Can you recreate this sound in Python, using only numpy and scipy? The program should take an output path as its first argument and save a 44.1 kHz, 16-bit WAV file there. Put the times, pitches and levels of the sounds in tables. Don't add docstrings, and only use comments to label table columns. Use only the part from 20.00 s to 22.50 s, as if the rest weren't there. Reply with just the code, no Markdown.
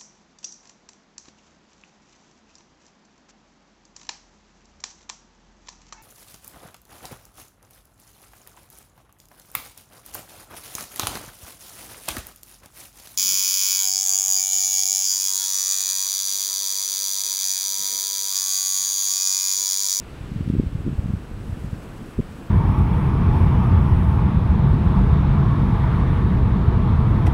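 import sys
import numpy as np
from scipy import signal
from scipy.fft import rfft, irfft
from scipy.io import wavfile

SR = 44100
rng = np.random.default_rng(int(sys.argv[2]) if len(sys.argv) > 2 else 0)


def output_pcm(signal):
    pcm = np.clip(np.atleast_2d(signal).T, -1, 1) * 32767
    wavfile.write(sys.argv[1], SR, np.round(pcm).astype(np.int16))


N = 110250

# frequency_hz, relative_density_db
TOWN_SPECTRUM = [(200, -19), (450, 4), (650, -1), (900, -1.5), (1350, -2.5), (1650, -5.5), (2000, -12),
                 (3000, -25.5), (6000, -34)]
# time_s, level_db
TOWN_LEVEL = [(0, -48.5), (.3, -48), (.65, -49.5), (.95, -47.5), (1.5, -48), (1.82, -46.5), (2.15, -47.5),
              (2.5, -47)]
# frequency_hz, relative_density_db
TREES_SPECTRUM = [(800, -48), (1700, -2), (2200, 0), (2700, 1), (3300, -3.5), (4200, -8), (5500, -14.5),
                  (9000, -41)]
# time_s, level_db
TREES_LEVEL = [(0, -54.5), (.42, -53.5), (.68, -55.5), (1.18, -57), (1.65, -56), (2.5, -56)]
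# frequency_hz, relative_density_db
HISS_SPECTRUM = [(1000, -3), (4000, 1.5), (6500, 1), (8000, 1), (10000, -2), (12000, -5.5), (14000, -17),
                 (15700, -25)]
# time_s, level_db
HISS_LEVEL = [(0, -60), (.4, -61.5), (.65, -63), (1.05, -61.5), (2.5, -64.5)]
# pitch_hz, rms_level_db
WHINE_TONES = [(7822, -87), (7852, -76.3), (7882, -75.7), (13195, -94)]
# frequency_hz, relative_density_db
RUSTLE_SPECTRUM = [(2000, -8), (5000, -2), (9000, -0.5), (12000, -4), (15700, -12)]
# time_s, level_db
RUSTLE_LEVEL = [(1.3, -89), (1.42, -63), (1.87, -63), (2.0, -65), (2.1, -63), (2.2, -65.5), (2.33, -62.5),
                (2.5, -65)]
# frequency_hz, relative_density_db
RUMBLE_SPECTRUM = [(12, -24), (20, 8.5), (35, 5), (70, 4), (140, 2.5), (220, 1), (320, -3), (480, -11),
                   (700, -22), (1200, -46.5)]
# time_s, level_db
GUST_LEVEL = [(0, -41), (.15, -43), (.28, -36), (.35, -30.5), (.47, -30.5), (.6, -27), (.7, -34),
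              (.78, -31), (.88, -28.5), (.97, -34), (1.12, -29.5), (1.21, -36.5), (1.32, -36.5),
              (1.39, -33), (1.48, -29), (1.59, -41), (1.67, -35), (1.77, -32.5), (1.88, -48), (2.12, -49.5),
              (2.22, -38), (2.5, -51)]
# centre_s, level_db, pitch_hz
BUFFETS = [(0.212, -18.5, 66.4), (0.319, -14, 101), (0.362, -13.5, 115), (0.408, -11.5, 128),
           (0.463, -17.5, 106), (0.478, -10.5, 125), (0.501, -4.5, 140), (0.529, -15, 120),
           (0.538, -8.5, 129), (0.552, -9.5, 180), (0.567, -11, 147), (0.588, -7, 67.4), (0.598, -3.5, 165),
           (0.604, -14, 176), (0.636, -14, 160), (0.669, -11.5, 59.5), (0.73, -19.5, 61),
           (0.754, -11.5, 98), (0.807, -17, 69.4), (0.852, -18, 133), (0.865, -12.5, 184),
           (0.875, -12, 163), (0.881, -10.5, 186), (0.893, -14, 140), (0.902, -19, 179), (0.915, -18.5, 90),
           (0.929, -13.5, 103), (0.939, -23, 132), (0.953, -23, 102), (0.99, -8, 51), (0.995, -16, 79),
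           (1.044, -15, 107), (1.059, -12, 118), (1.089, -14.5, 104), (1.098, -16.5, 134),
           (1.105, -13.5, 114), (1.138, -9.5, 106), (1.148, -14.5, 85.5), (1.169, -17, 72), (1.32, -24, 46),
           (1.341, -22, 48.6), (1.484, -17, 109), (1.496, -17, 108), (1.53, -14, 71), (1.573, -19.5, 166),
           (1.645, -15, 105), (1.666, -22.5, 51.5), (1.732, -10.5, 94), (2.185, -10, 60.3),
           (2.189, -9, 189), (2.194, -9.5, 213), (2.202, -8, 126)]

RUMBLE_DB, RUMBLE_FLUTTER_DB, RUSTLE_FLUTTER_DB = -37.5, 1, 1.5
EDDIES_PER_S, EDDY_SCATTER_DB = 340, 3
EDDY_HZ, EDDY_SPREAD_OCT, OCTAVES_PER_DB = 78, 0.76, 0.08
EDDY_LOW_HZ, EDDY_TOP_HZ = 51.4, 240
SWING_WIDTH_CYCLES = 0.22
STEEPENING, FRONT_CYCLES = 0.53, 0.1
PHASE_SCATTER_RAD = 0.44
PORT_TOP_HZ, LOW_CUT_HZ, HIGH_CUT_HZ = 610, 24, 15750


def from_db(db):
    return 10 ** (np.asarray(db) / 20)


def rms_one(x):
    return x / np.sqrt(np.mean(x ** 2) + 1e-20)


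def in_time(rows):
    return np.interp(np.arange(N) / SR, *np.transpose(rows))


def noise(spectrum):
    hz, db = np.transpose(spectrum)
    bins_hz = np.maximum(np.arange(N // 2 + 1) * SR / N, 1)
    colour = from_db(np.interp(np.log(bins_hz), np.log(hz), db))
    return rms_one(irfft(rfft(rng.standard_normal(N)) * colour, N))


def drift(rate_hz):
    bins_hz = np.arange(N // 2 + 1) * SR / N
    return rms_one(irfft(rfft(rng.standard_normal(N)) / (1 + (bins_hz / rate_hz) ** 2), N))


def street_hush():
    town = from_db(in_time(TOWN_LEVEL)) * noise(TOWN_SPECTRUM)
    trees = from_db(in_time(TREES_LEVEL)) * noise(TREES_SPECTRUM)
    return town + trees


def camera_electronics():
    t = np.arange(N) / SR
    whine = sum(np.sqrt(2) * from_db(db) * np.sin(2 * np.pi * (hz * t + rng.random()))
                for hz, db in WHINE_TONES)
    hiss = from_db(in_time(HISS_LEVEL)) * noise(HISS_SPECTRUM)
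    return hiss + whine


def handling_rustle():
    level_db = in_time(RUSTLE_LEVEL) + RUSTLE_FLUTTER_DB * drift(rate_hz=20)
    return from_db(level_db) * noise(RUSTLE_SPECTRUM)


def air_rumble():
    level_db = RUMBLE_DB + RUMBLE_FLUTTER_DB * drift(rate_hz=8.7)
    return from_db(level_db) * noise(RUMBLE_SPECTRUM)


def pressure_swings(centres_s, levels_db, pitches_hz):
    pressure = np.zeros(N)
    shapes = rng.standard_normal((len(centres_s), 2))
    for centre_s, db, hz, (polarity, lean) in zip(centres_s, levels_db, pitches_hz, shapes):
        span = np.arange(max(0, int((centre_s - 2 / hz) * SR)), min(N, int((centre_s + 2 / hz) * SR)))
        height = from_db(db)
        cycles = (span / SR - centre_s) * hz
        cycles += STEEPENING * height * FRONT_CYCLES * np.tanh(cycles / FRONT_CYCLES)
        bell = np.exp(-.5 * (cycles / SWING_WIDTH_CYCLES) ** 2)
        swing = np.sin(2 * np.pi * cycles + PHASE_SCATTER_RAD * lean)
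        pressure[span] += np.sign(polarity) * height * bell * swing
    return pressure


def small_eddies():
    count = int(EDDIES_PER_S * N / SR)
    time_jitter, pitch_jitter, level_jitter = rng.standard_normal((count, 3)).T
    centres_s = np.clip((np.arange(count) + time_jitter) / count, 0, 1) * N / SR
    wind_db = np.interp(centres_s, *np.transpose(GUST_LEVEL))
    octaves = EDDY_SPREAD_OCT * pitch_jitter + OCTAVES_PER_DB * (wind_db - wind_db.mean())
    pitches_hz = EDDY_TOP_HZ * np.tanh(EDDY_HZ * 2 ** octaves / EDDY_TOP_HZ)
    pitches_hz = np.maximum(EDDY_LOW_HZ, pitches_hz)
    return pressure_swings(centres_s, wind_db + EDDY_SCATTER_DB * level_jitter, pitches_hz)


def wind_on_microphone():
    buffets = pressure_swings(*np.transpose(BUFFETS))
    port = signal.butter(4, PORT_TOP_HZ, fs=SR, output="sos")
    return signal.sosfilt(port, buffets + small_eddies())


def scene():
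    background = street_hush() + camera_electronics() + handling_rustle()
    return (background + air_rumble() + wind_on_microphone())[None]


def record(dry):
    low_cut = signal.butter(1, LOW_CUT_HZ, "high", fs=SR, output="sos")
    high_cut = signal.ellip(12, .1, 80, HIGH_CUT_HZ, fs=SR, output="sos")
    return signal.sosfilt(high_cut, signal.sosfilt(low_cut, dry))


dry = scene()
out = record(dry)
output_pcm(out)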